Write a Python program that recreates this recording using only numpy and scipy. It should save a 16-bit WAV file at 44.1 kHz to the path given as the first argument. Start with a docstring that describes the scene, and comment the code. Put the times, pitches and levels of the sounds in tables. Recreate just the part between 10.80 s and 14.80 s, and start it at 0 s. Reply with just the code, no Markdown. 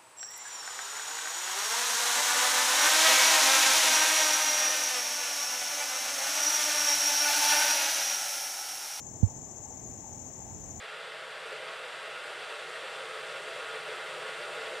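"""Electric kettle before the boil

Thousands of tiny steam bubbles a second collapse on the hot base and merge into a slowly growing roar.
They ring the water and the jug; the smallest add a fizz, and the base rumbles faintly on the worktop.
The sound is close and nearly mono, with a little kitchen around it."""
import sys
import numpy as np
from scipy import signal
from scipy.fft import rfft, irfft, next_fast_len
from scipy.io import wavfile

SR = 44100
rng = np.random.default_rng(int(sys.argv[2]) if len(sys.argv) > 2 else 0)


def bounce(signal):
    """Save signal as a 16-bit WAV file at the path given by the first command-line argument."""
    frames = np.transpose(np.atleast_2d(signal))
    limited = np.clip(frames, -1, 1)
    pcm = np.round(limited * 32767).astype(np.int16)
    wavfile.write(sys.argv[1], SR, pcm)


N = 176400
COLLAPSES_PER_S = 16000


def from_db(db):
    """Decibels to gain."""
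    return 10 ** (np.asarray(db) / 20)


def unit_power(x):
    """Scale to an RMS of 1."""
    return x / np.sqrt(np.mean(x ** 2) + 1e-20)


def envelope(points):
    """Draw straight lines through (t/s, value) points, one value a sample."""
    return np.interp(np.arange(N) / SR, *np.transpose(points))


def drift(rate_hz):
    """Smooth random wander with a spread of about 1."""
    hop, warm_up = 40, 2000
    pole = np.exp(-2 * np.pi * rate_hz * hop / SR)
    noise = rng.standard_normal(N // hop + warm_up + 2)
    slow = signal.lfilter([1], [1, -2 * pole, pole * pole], noise)[warm_up:]
    return np.interp(np.arange(N) / hop, np.arange(len(slow)), unit_power(slow))


def colour(x, eq):
    """Minimum-phase EQ through (f/Hz, gain/dB) points."""
    hz, db = np.transpose(eq)
    size = next_fast_len(N + SR // 2) // 2 * 2
    bins_hz = np.maximum(np.arange(size // 2 + 1) * SR / size, 1)
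    gain = from_db(np.interp(np.log(bins_hz), np.log(hz), db))
    cepstrum = irfft(np.log(gain))
    cepstrum[1:size // 2] *= 2  # folded forward, so nothing rings ahead of a click
    cepstrum[size // 2 + 1:] = 0
    return irfft(rfft(x, size) * np.exp(rfft(cepstrum)))[:N]


def resonate(x, hz, width_hz):
    """One resonance with gain 1 at its peak."""
    radius = np.exp(-np.pi * width_hz / SR)
    feedback = [1, -2 * radius * np.cos(2 * np.pi * hz / SR), radius ** 2]
    return signal.lfilter((1 - radius ** 2) / 2 * np.array([1, 0, -1]), feedback, x)


def collapses(per_s):
    """Steam bubbles implode as random clicks, many small and a few large; unit power."""
    size_db = 2.0 * np.minimum(rng.exponential(1, N), 4)
    polarity = rng.choice([-1, 1], N)
    hits = rng.random(N) < per_s / SR
    return unit_power(from_db(size_db) * polarity * hits)


def reflections(x, t60_s=0.11, first_echo_s=0.003):
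    """Dense, quickly dying echoes off tiles and worktop."""
    t = np.arange(SR // 2) / SR
    echoes = rng.standard_normal(len(t)) * from_db(-60 * t / t60_s) * (t > first_echo_s)
    return signal.fftconvolve(x, echoes / np.linalg.norm(echoes))[:N]


def kitchen(direct):
    """The room returns a faint centred reverb and scatters a touch of stereo width."""
    # reflections reaching both sides alike, against the direct sound: f/Hz, level/dB
    mid_eq = [(300, -21), (900, -18.5), (1600, -15), (3000, -16), (9000, -13.5)]
    # scatter in opposite polarity left and right, against the direct sound: f/Hz, level/dB
    side_eq = [(30, -13), (65, -14), (140, -42), (220, -23), (380, -56), (560, -31), (750, -33),
               (1200, -20), (3000, -17), (4500, -19.5), (6400, -12), (9000, -21.5), (11500, -34),
               (13000, -30)]
    mid = colour(reflections(direct), mid_eq)
    side = colour(reflections(direct), side_eq)
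    return mid + side * np.array([[1], [-1]])


def base_rumble():
    """Collapses shake the base on the worktop, harder as the boil nears."""
    # drive on the base: t/s, level/dB
    rumble_drive = [(0, -52), (.1, -57), (.2, -50.5), (1.9, -50.5), (2.7, -47.5), (4, -45.5)]
    # low-end tone of the base on the worktop: f/Hz, gain/dB
    rumble_eq = [(20, -22), (50, -11.5), (80, -13), (105, -2.5), (155, 5.5), (190, -0.5), (250, -5),
                 (330, -8), (600, -31)]
    return colour(collapses(COLLAPSES_PER_S) * from_db(envelope(rumble_drive)), rumble_eq)


def fizz():
    """The smallest bubbles add a bright, slightly fluttering sizzle."""
    # drive, stepping up as the smallest bubbles multiply: t/s, level/dB
    fizz_drive = [(0, -55), (.58, -53.5), (.66, -52.5), (1.38, -52.6), (1.46, -51), (2.05, -50.6),
                  (2.65, -50), (3.1, -50.2), (3.5, -49.5), (4, -49.4)]
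    # tone of the smallest bubbles: f/Hz, gain/dB
    fizz_eq = [(3000, -40), (5500, 0.5), (6400, -4.5), (7200, 1), (7700, -.5), (8200, 2.5), (8900, .5),
               (9500, -3), (9900, -3.5), (11200, -17), (11650, -9.5), (12300, -22), (14500, -43)]
    clicks = collapses(per_s=11000)
    flutter_db = 0.3 * drift(rate_hz=20)
    return colour(clicks * from_db(envelope(fizz_drive) + flutter_db), fizz_eq)


def swarms():
    """Larger bubbles collapse together in short, bell-shaped swells; returns dB."""
    # swarms, and one slight dip: centre t/s, length/s, gain/dB
    swells = [(0.664, 0.032, 5.5), (.73, 0.036, 8.5), (.83, 0.097, 3), (1.02, 0.079, 2.5), (1.424, .1, 1.5),
              (1.51, 0.051, 3), (1.76, 0.04, 5.5), (1.89, 0.061, 4), (2.04, 0.036, 8), (2.16, 0.11, 2.5),
              (2.34, 0.072, 4.5), (2.59, 0.1, 4), (2.715, 0.071, 2), (2.816, 0.055, 4.5),
              (2.945, 0.067, 4.5), (3.08, 0.033, 10.5), (3.134, 0.032, 6), (3.21, 0.027, -1),
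              (3.368, 0.046, 7), (3.443, 0.039, 7), (3.68, 0.096, 5), (3.776, 0.079, 6), (3.92, 0.087, 5.5)]
    t = np.arange(N) / SR
    return sum(db * np.exp(-(2 * (t - centre) / length) ** 2) for centre, length, db in swells)


def jug_ring(clicks, heat_db):
    """Each collapse strikes every mode with a random strength, as it lands anywhere on the base."""
    # resonances of water and jug: f/Hz, width/Hz, peak gain/dB
    modes = [(311, 7.9, -15.5), (364.7, 12.8, -2.5), (410, 10.4, -6.5), (430.7, 10.6, 1), (447.9, 9.2, 5.5),
             (480, 19, -0.5), (503, 7.2, 1.5), (525, 14.3, 4), (541.5, 11.7, -1), (559.5, 8.8, -4),
             (590.4, 8, 4.5), (597, 6.4, 5), (624, 17, 0.5), (646, 15, -2), (661.3, 10, 5), (709, 16, -5.5),
             (739.4, 14, -1), (795.6, 9.9, 1), (820.7, 11.6, 2), (949, 20.6, -0.5), (978, 11, -2),
             (1106, 14.4, 1.5), (1143, 19, -6.5), (1202, 21, -1.5), (1275, 20.4, 2), (1317, 11.6, 6.5),
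             (1411, 20, .5), (1426, 10.4, 6), (1480, 10, -1), (1546, 9.1, 5.5), (1616, 36, -1),
             (1706, 19, -2), (1846, 8.2, 3), (1888, 8.1, -0.5), (2072, 30, 0), (2376, 25, -5),
             (2638, 63, -2), (2747, 24, -0.5), (3045, 20, -5.5), (3330, 33, -7), (3470, 27, -4),
             (3890, 30, -11), (3955, 17, -10), (4630, 320, -12.5)]
    # bubbles grow with the heat, so the lowest modes gain most: f/Hz, slope/(dB per dB of heat)
    heat_slopes = [(450, 1.8), (600, 1.05), (800, 1.2), (1100, 1.5), (2000, 1.3)]
    water_below_hz, low_cut_hz = 610, 296  # the jug is too small to radiate below the low cut
    swarm_db = swarms()
    ring = np.zeros(N)
    for hz, width_hz, peak_db in modes:
        flutter_db = 0.14 * drift(rate_hz=10.3)
        swell_db = swarm_db * (hz < water_below_hz)  # swarms drive only the water's low modes
        growth_db = np.interp(hz, *np.transpose(heat_slopes)) * heat_db
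        strikes = clicks * rng.standard_normal(N)
        ring += resonate(strikes * from_db(peak_db + flutter_db + swell_db + growth_db), hz, width_hz)
    return signal.sosfilt(signal.butter(4, low_cut_hz, "high", fs=SR, output="sos"), ring)


def roar(clicks, heat_db):
    """The collapses merge into a broad rush that rides the heat."""
    # tone through the jug wall: f/Hz, gain/dB
    wall_eq = [(200, -39.5), (280, -37), (305, -30), (345, -20), (430, -16), (600, -12), (700, -12),
               (880, -11.5), (1050, -10), (1230, -4.5), (1350, -2.5), (1650, -3.5), (2050, -3),
               (2250, -6.5), (2800, -6), (3500, -7.5), (4200, -13.5), (5200, -24), (6500, -31.5),
               (9000, -47.5)]
    return colour(clicks * from_db(heat_db), wall_eq)


def kettle():
    """One stream of collapses feeds roar and ring; fizz and rumble rise alongside."""
    # heat, as strength of the collapses, used relative to its mean: t/s, level/dB
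    heat = [(0, -43.5), (.58, -43.5), (.69, -42), (1.15, -43), (1.5, -42), (2.4, -42), (3.15, -41),
            (3.6, -41.5), (3.8, -41), (4, -41.5)]
    trend_db = envelope(heat)
    surge_db = 0.45 * drift(rate_hz=26)
    heat_db = trend_db - trend_db.mean() + surge_db
    clicks = collapses(COLLAPSES_PER_S)
    body = roar(clicks * from_db(-30), heat_db)
    ring = jug_ring(clicks * from_db(-30.5), heat_db)
    return body + ring + fizz() + base_rumble()


def scene():
    """The kettle in the centre, the room faintly around it."""
    direct = kettle()
    return direct + kitchen(direct)


def record(dry):
    """A steep low-pass takes off the very top."""
    cutoff_hz = 14600
    return signal.sosfilt(signal.ellip(10, .1, 70, cutoff_hz, fs=SR, output="sos"), dry)


dry = scene()
out = record(dry)
bounce(out)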